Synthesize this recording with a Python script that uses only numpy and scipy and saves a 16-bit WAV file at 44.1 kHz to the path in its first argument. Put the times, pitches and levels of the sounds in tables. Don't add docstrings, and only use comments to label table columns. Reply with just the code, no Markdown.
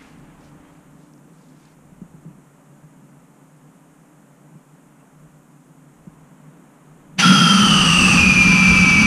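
import sys
import numpy as np
from scipy import signal
from scipy.fft import rfft, irfft, next_fast_len
from scipy.io import wavfile

SR = 44100
rng = np.random.default_rng(int(sys.argv[2]) if len(sys.argv) > 2 else 0)


def put_to_file(sound):
    columns = np.atleast_2d(sound).T
    safe = np.clip(columns, -1, 1)
    whole_steps = np.round(safe * 32767)
    wavfile.write(sys.argv[1], SR, whole_steps.astype(np.int16))


N = 399546
TIME = np.arange(N) / SR
VALVE_OPENS_S, HALF_OPEN_S, LOCK_S = 7.188, 7.8, 8.225


def bell():
    # time in seconds, pitch in Hz.
    pitch = [(7.2, 194), (7.36, 182.5), (7.48, 171), (7.56, 213.9), (7.69, 213.7), (7.87, 164.8),
             (8.0, 187.1), (8.85, 182.8), (9.0, 197)]
    # centre in seconds, half length in seconds, loss in dB.
    falters = [(7.194, 0.031, 9), (7.94, 0.097, 3.5), (8.208, 0.022, 10)]
    hz, = in_time(pitch)
    surge_db = 7.5 * swell(7.3, width=.084)
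    falter_db = sum(loss_db * swell(s, width) for s, width, loss_db in falters)
    level_db = -16 + surge_db + 1.37 * drift(13.6) - falter_db
    core = from_db(-2.5) * blown(hz, width_hz=8.3, lock=.94)
    skirt = from_db(-2) * blown(184, width_hz=88, lock=.43)
    note = from_db(level_db) * (core + skirt) * opening(7.177, rise=.0074)
    upper_mode = from_db(-34) * blown(1017, width_hz=19, lock=.17) * opening(8.4, rise=.31)
    return high_pass(note, edge_hz=129) + upper_mode


def edge_tones():
    low_hz, low_db = with_valve(cracked=(1420, -13), wide_open=(1185, -26), curve=.55)
    high_hz, high_db = with_valve(cracked=(3295, -19), wide_open=(2545, -15.5))
    sizzle_hz, sizzle_db = with_valve(cracked=(10300, -37.5), wide_open=(7200, -35.5), curve=.85)
    fraying = opening(7.66, rise=.066)
    narrow, frayed = np.sqrt(1 - fraying), np.sqrt(fraying)
    low = narrow * blown(low_hz, width_hz=117, lock=.088)
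    low += frayed * blown(low_hz + 90 * locked(), width_hz=170)
    low *= from_db(low_db - 4 * locked())
    high = narrow * blown(high_hz, width_hz=105, lock=.18)
    high += frayed * blown(high_hz, width_hz=270, lock=.089)
    high *= from_db(high_db - 4.5 * locked())
    bright = from_db(-26) * blown(high_hz * 1.54, width_hz=450) * (1 - opening(7.58, rise=.091))
    sizzle = from_db(sizzle_db) * blown(sizzle_hz, width_hz=1200) * (1 - opening(8.28, rise=.12))
    return (low + high + bright + sizzle) * opening(7.222, rise=.0092)


def shriek():
    # start and end in seconds, relative level in dB.
    catches = [(8.176, 8.215, -21), (8.224, 8.335, -17), (8.361, 9.2, -17)]
    lock_hz, sag_hz = 2450, 183
    hz = lock_hz - sag_hz * (1 - decay(LOCK_S, fall=.55))
    tone = from_db(.5) * blown(hz, width_hz=24.3, lock=.99)
    roughness = from_db(-9) * blown(hz, width_hz=78)
    level = 0
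    for start, end, db in catches:
        overshoot_db = 5 * decay(start, fall=.17)
        level += from_db(db + overshoot_db) * (opening(start, rise=.012) - opening(end, rise=.012))
    return level * (tone + roughness)


def jet():
    # frequency in Hz, relative density in dB.
    hiss_colour = [(1000, -4), (1600, 0.5), (2100, -3), (3400, -3.5), (4100, -6), (6000, 1), (7200, -14),
                   (8200, -13), (10800, -17), (11900, -29), (13100, -25.5), (14800, -37)]
    rush_colour = [(140, -21), (260, 4), (380, -5), (550, -1), (670, -8.5), (800, -1), (1000, -3.5),
                   (1300, 1)]
    spit_colour = [(500, -15), (800, -3), (1100, -12), (1800, 4.5), (2600, 5), (4000, -0.5), (6000, -17)]
    # frequency in Hz, width in Hz, level in dB relative to the hiss.
    cavities = [(815, 60, -18), (2750, 350, -2), (4700, 400, -8), (5950, 350, -9), (7250, 260, -19),
                (8350, 300, -21), (9650, 500, -19), (10850, 220, -25), (13000, 250, -35)]
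    burst_db = 5 * swell(7.203, width=.009)
    hiss_db = -23.5 + burst_db - 2 * locked()
    hiss = rms_one(ground_bounce(coloured_noise(hiss_colour), delay_ms=.653, share=.27, grass_hz=8650))
    resonances = sum(from_db(db) * blown(hz, width) for hz, width, db in cavities)
    rush = from_db(-28 - 3 * locked()) * coloured_noise(rush_colour)
    spit_level = from_db(-22.5) * decay(VALVE_OPENS_S, .041) + from_db(-22) * decay(VALVE_OPENS_S, .25)
    spit = spit_level * coloured_noise(spit_colour)
    age = np.maximum(TIME - VALVE_OPENS_S, 0)
    ring = from_db(-25.5) * decay(VALVE_OPENS_S, .025) * np.sin(2 * np.pi * cavities[0][0] * age)
    flutter_db = .5 * drift(25)
    roar = from_db(hiss_db) * (hiss + resonances) + rush + spit + ring
    return from_db(flutter_db) * roar * opening(VALVE_OPENS_S, rise=.0047)


def ground_bounce(x, delay_ms, share, grass_hz):
    dulled = signal.sosfiltfilt(signal.butter(3, grass_hz, fs=SR, output="sos"), x)
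    return x + share * np.interp(TIME - delay_ms / 1000, TIME, dulled)


def squeal():
    # time in seconds, pitch in Hz, relative level in dB.
    course = [(7.7, 8260, -45), (7.78, 8400, -38), (7.87, 8226, -45), (7.93, 8160, -30), (8.1, 8183, -31.5),
              (8.18, 8140, -34), (8.22, 8000, -58)]
    hz, level_db = in_time(course)
    tone = from_db(level_db - 1) * blown(hz, width_hz=11, lock=.95)
    hiss = from_db(-36.5) * blown(hz, width_hz=380) * swell(7.8, width=.15)
    return tone * opening(course[0][0], rise=.022) * (1 - opening(course[-1][0], rise=.02)) + hiss


def rope():
    # centre and half length in seconds, rustle and swish in dB.
    brushes = [(0.014, 0.12, -61.5, -53.5), (.24, 0.19, -75, -63), (.455, 0.045, -65, -66),
               (.72, .22, -77, -67.5), (1.03, .06, -71, -77), (1.437, .12, -69, -73),
               (1.656, 0.084, -67, -65)]
    # frequency in Hz, relative density in dB.
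    rustle_colour = [(2000, -12), (3500, 2), (5500, 3), (8000, -2), (13000, -18)]
    swish_colour = [(700, -7), (1400, 1.5), (2200, 2), (3200, -5), (4500, -17)]
    # start in seconds, envelope peak in dB.
    stalks = [(0.4094, -50), (0.4569, -50), (1.062, -55), (1.137, -45), (1.1792, -52)]
    # start in seconds, level in dB before the low cut, pitch in Hz,
    # rise in seconds.
    hauls = [(1.917, -34, 167, 0.0065), (2.013, -26, 185, 0.0062), (2.136, -34, 158, 0.008),
             (2.248, -30.5, 164, 0.0095), (2.273, -37, 167, 0.0099), (2.299, -34.5, 159, 0.0088),
             (2.829, -43, 161, 0.011), (4.549, -34.5, 173, 0.008), (6.067, -28, 182, 0.0065)]
    crisp = sum(from_db(db) * swell(s, width) for s, width, db, _ in brushes)
    soft = sum(from_db(db) * swell(s, width) for s, width, _, db in brushes)
    rustle = crisp * from_db(2.7 * drift(90)) * coloured_noise(rustle_colour)
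    swish = soft * from_db(1.9 * drift(30)) * coloured_noise(swish_colour)
    snaps = sum(from_db(db) * knock(s, hz=5700, rise=.0003) for s, db in stalks)
    thumps = sum(from_db(db) * knock(s, hz, rise) for s, db, hz, rise in hauls)
    knocks = sum(from_db(db - 10.5) * knock(s + .0021, hz=323, rise=.0029) for s, db, _, _ in hauls)
    return rustle + swish + snaps + high_pass(thumps + knocks, edge_hz=127)


def wind():
    # centre in seconds, half length in seconds, level in dB.
    gusts = [(.3, .55, -57), (2.05, .25, -59), (2.83, .06, -69), (5.25, .1, -68), (6.1, .17, -62),
             (7.052, 0.16, -65)]
    # frequency in Hz, relative density in dB.
    breeze_colour = [(12, -4), (25, -1), (50, 0), (75, -2), (110, -5), (200, -27)]
    draught_colour = [(12, -27), (25, -5), (55, -0.5), (90, 1), (130, -5), (250, -1)]
    gusting = sum(from_db(db) * swell(s, width) for s, width, db in gusts)
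    breeze = (from_db(-76.5 + 2 * drift(3)) + gusting) * coloured_noise(breeze_colour)
    buffet_db = 2.5 * drift(10)
    puff_db = 5.5 * swell(LOCK_S, width=.035)
    draught = from_db(-26 + buffet_db + puff_db) * coloured_noise(draught_colour)
    return breeze + draught * opening(7.7, rise=.17) * opening(VALVE_OPENS_S, rise=.01)


def field():
    # time in seconds, rumble in dB, tyre wash in dB.
    traffic = [(0, -50, -53.5), (.6, -48, -53.5), (1.1, -50, -58), (2.2, -49.3, -57), (3.0, -51.5, -57.2),
               (5.3, -51.5, -57), (5.65, -54, -59), (6.25, -50, -55.5), (7.1, -49.5, -55.4)]
    # frequency in Hz, relative density in dB.
    rumble_colour = [(20, -18), (90, -29), (115, -29), (145, 8), (190, -2.5), (230, -2.5), (290, -7.5),
                     (360, -12), (600, -25)]
    wash_colour = [(200, -5), (330, -6), (450, -2.5), (650, -4), (1000, -4), (1400, -7.5), (2000, -14),
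                   (3000, -20.5), (4500, -34)]
    hiss_colour = [(2000, -7.5), (4800, -12.5), (6000, -5.5), (6800, 0), (9000, -1.5), (11000, -7),
                   (13000, -9), (15000, -14)]
    # frequency in Hz, width in Hz, level in dB, change in dB while near.
    partials = [(151.5, 3.2, -61, -4), (263.4, 4.3, -60, 4.5), (295.4, 5.4, -62, 7), (580, 13, -72, 5)]
    # start in seconds, pitch in Hz, length in seconds, level in dB.
    notes = [(.65, 3200, 0.063, -69), (5, 2680, 0.018, -63)]
    rumble_db, wash_db = in_time(traffic)
    rumble = from_db(rumble_db + 1.46 * drift(3.8)) * coloured_noise(rumble_colour)
    wash = from_db(wash_db) * coloured_noise(wash_colour)
    near = 1 - opening(1.13, rise=.11)
    drone = sum(from_db(db + near_db * near) * blown(hz, width, lock=.42)
                for hz, width, db, near_db in partials)
    bird = 0
    for start, hz, length, db in notes:
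        gate = opening(start, rise=.006) - opening(start + length, rise=.006)
        bird += from_db(db) * np.sin(2 * np.pi * hz * TIME) * gate
    return rumble + wash + drone + bird + from_db(-65) * coloured_noise(hiss_colour)


def with_valve(cracked, wide_open, curve=1):
    share = opening(HALF_OPEN_S, rise=.36) ** curve
    return [a + (b - a) * share for a, b in zip(cracked, wide_open)]


def locked():
    return opening(LOCK_S, rise=.02)


def blown(hz, width_hz, lock=0):
    a, b = drift(width_hz * .5), drift(width_hz * .5)
    phase = 2 * np.pi * np.cumsum(hz + np.zeros(N)) / SR
    evened = (a * a + b * b + .046) ** (-.5 * lock)
    return rms_one((a * np.cos(phase) + b * np.sin(phase)) * evened)


def knock(start, hz, rise):
    out, first = np.zeros(N), int(start * SR)
    age = np.arange(int(10 * rise * SR)) / (rise * SR)
    envelope = age ** 2 * np.exp(2 * (1 - age))
    out[first:first + len(age)] = envelope * np.sin(2 * np.pi * hz * rise * age)
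    return out


def coloured_noise(colour):
    size = next_fast_len(N)
    hz, db = np.transpose(colour)
    log_hz = np.log(np.maximum(np.fft.rfftfreq(size, 1 / SR), 1))
    outside = np.maximum(np.log(hz[0]) - log_hz, 0) + np.maximum(log_hz - np.log(hz[-1]), 0)
    gain = from_db(np.interp(log_hz, np.log(hz), db)) * np.exp(-4 * outside)
    return rms_one(irfft(rfft(rng.standard_normal(size)) * gain, size)[:N])


def drift(rate_hz):
    step, run_in = 8, 4000
    pole = np.exp(-2 * np.pi * rate_hz * step / SR)
    white = rng.standard_normal(N // step + run_in + 2)
    slow = signal.lfilter([1], [1, -2 * pole, pole * pole], white)[run_in:]
    return np.interp(np.arange(N) / step, np.arange(len(slow)), rms_one(slow))


def opening(centre, rise):
    return .5 + .5 * np.tanh((TIME - centre) / rise)


def swell(centre, width):
    return np.exp(-np.minimum(((TIME - centre) / width) ** 2, 40))


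def decay(start, fall):
    return np.exp(-np.maximum(TIME - start, 0) / fall)


def in_time(rows):
    s, *columns = np.transpose(rows)
    return [np.interp(TIME, s, column) for column in columns]


def high_pass(x, edge_hz):
    return signal.sosfilt(signal.butter(6, edge_hz, "high", fs=SR, output="sos"), x)


def from_db(db):
    return 10 ** (np.asarray(db) / 20)


def rms_one(x):
    return x / np.sqrt(np.mean(np.abs(x) ** 2) + 1e-20)


def scene():
    whistle = jet() + bell() + edge_tones() + shriek() + squeal()
    return (whistle + wind() + field() + rope())[None]


def record(dry):
    stopband_hz = 15670
    return signal.sosfiltfilt(signal.cheby2(14, 50, stopband_hz, fs=SR, output="sos"), np.tanh(dry))


dry = scene()
out = record(dry)
put_to_file(out)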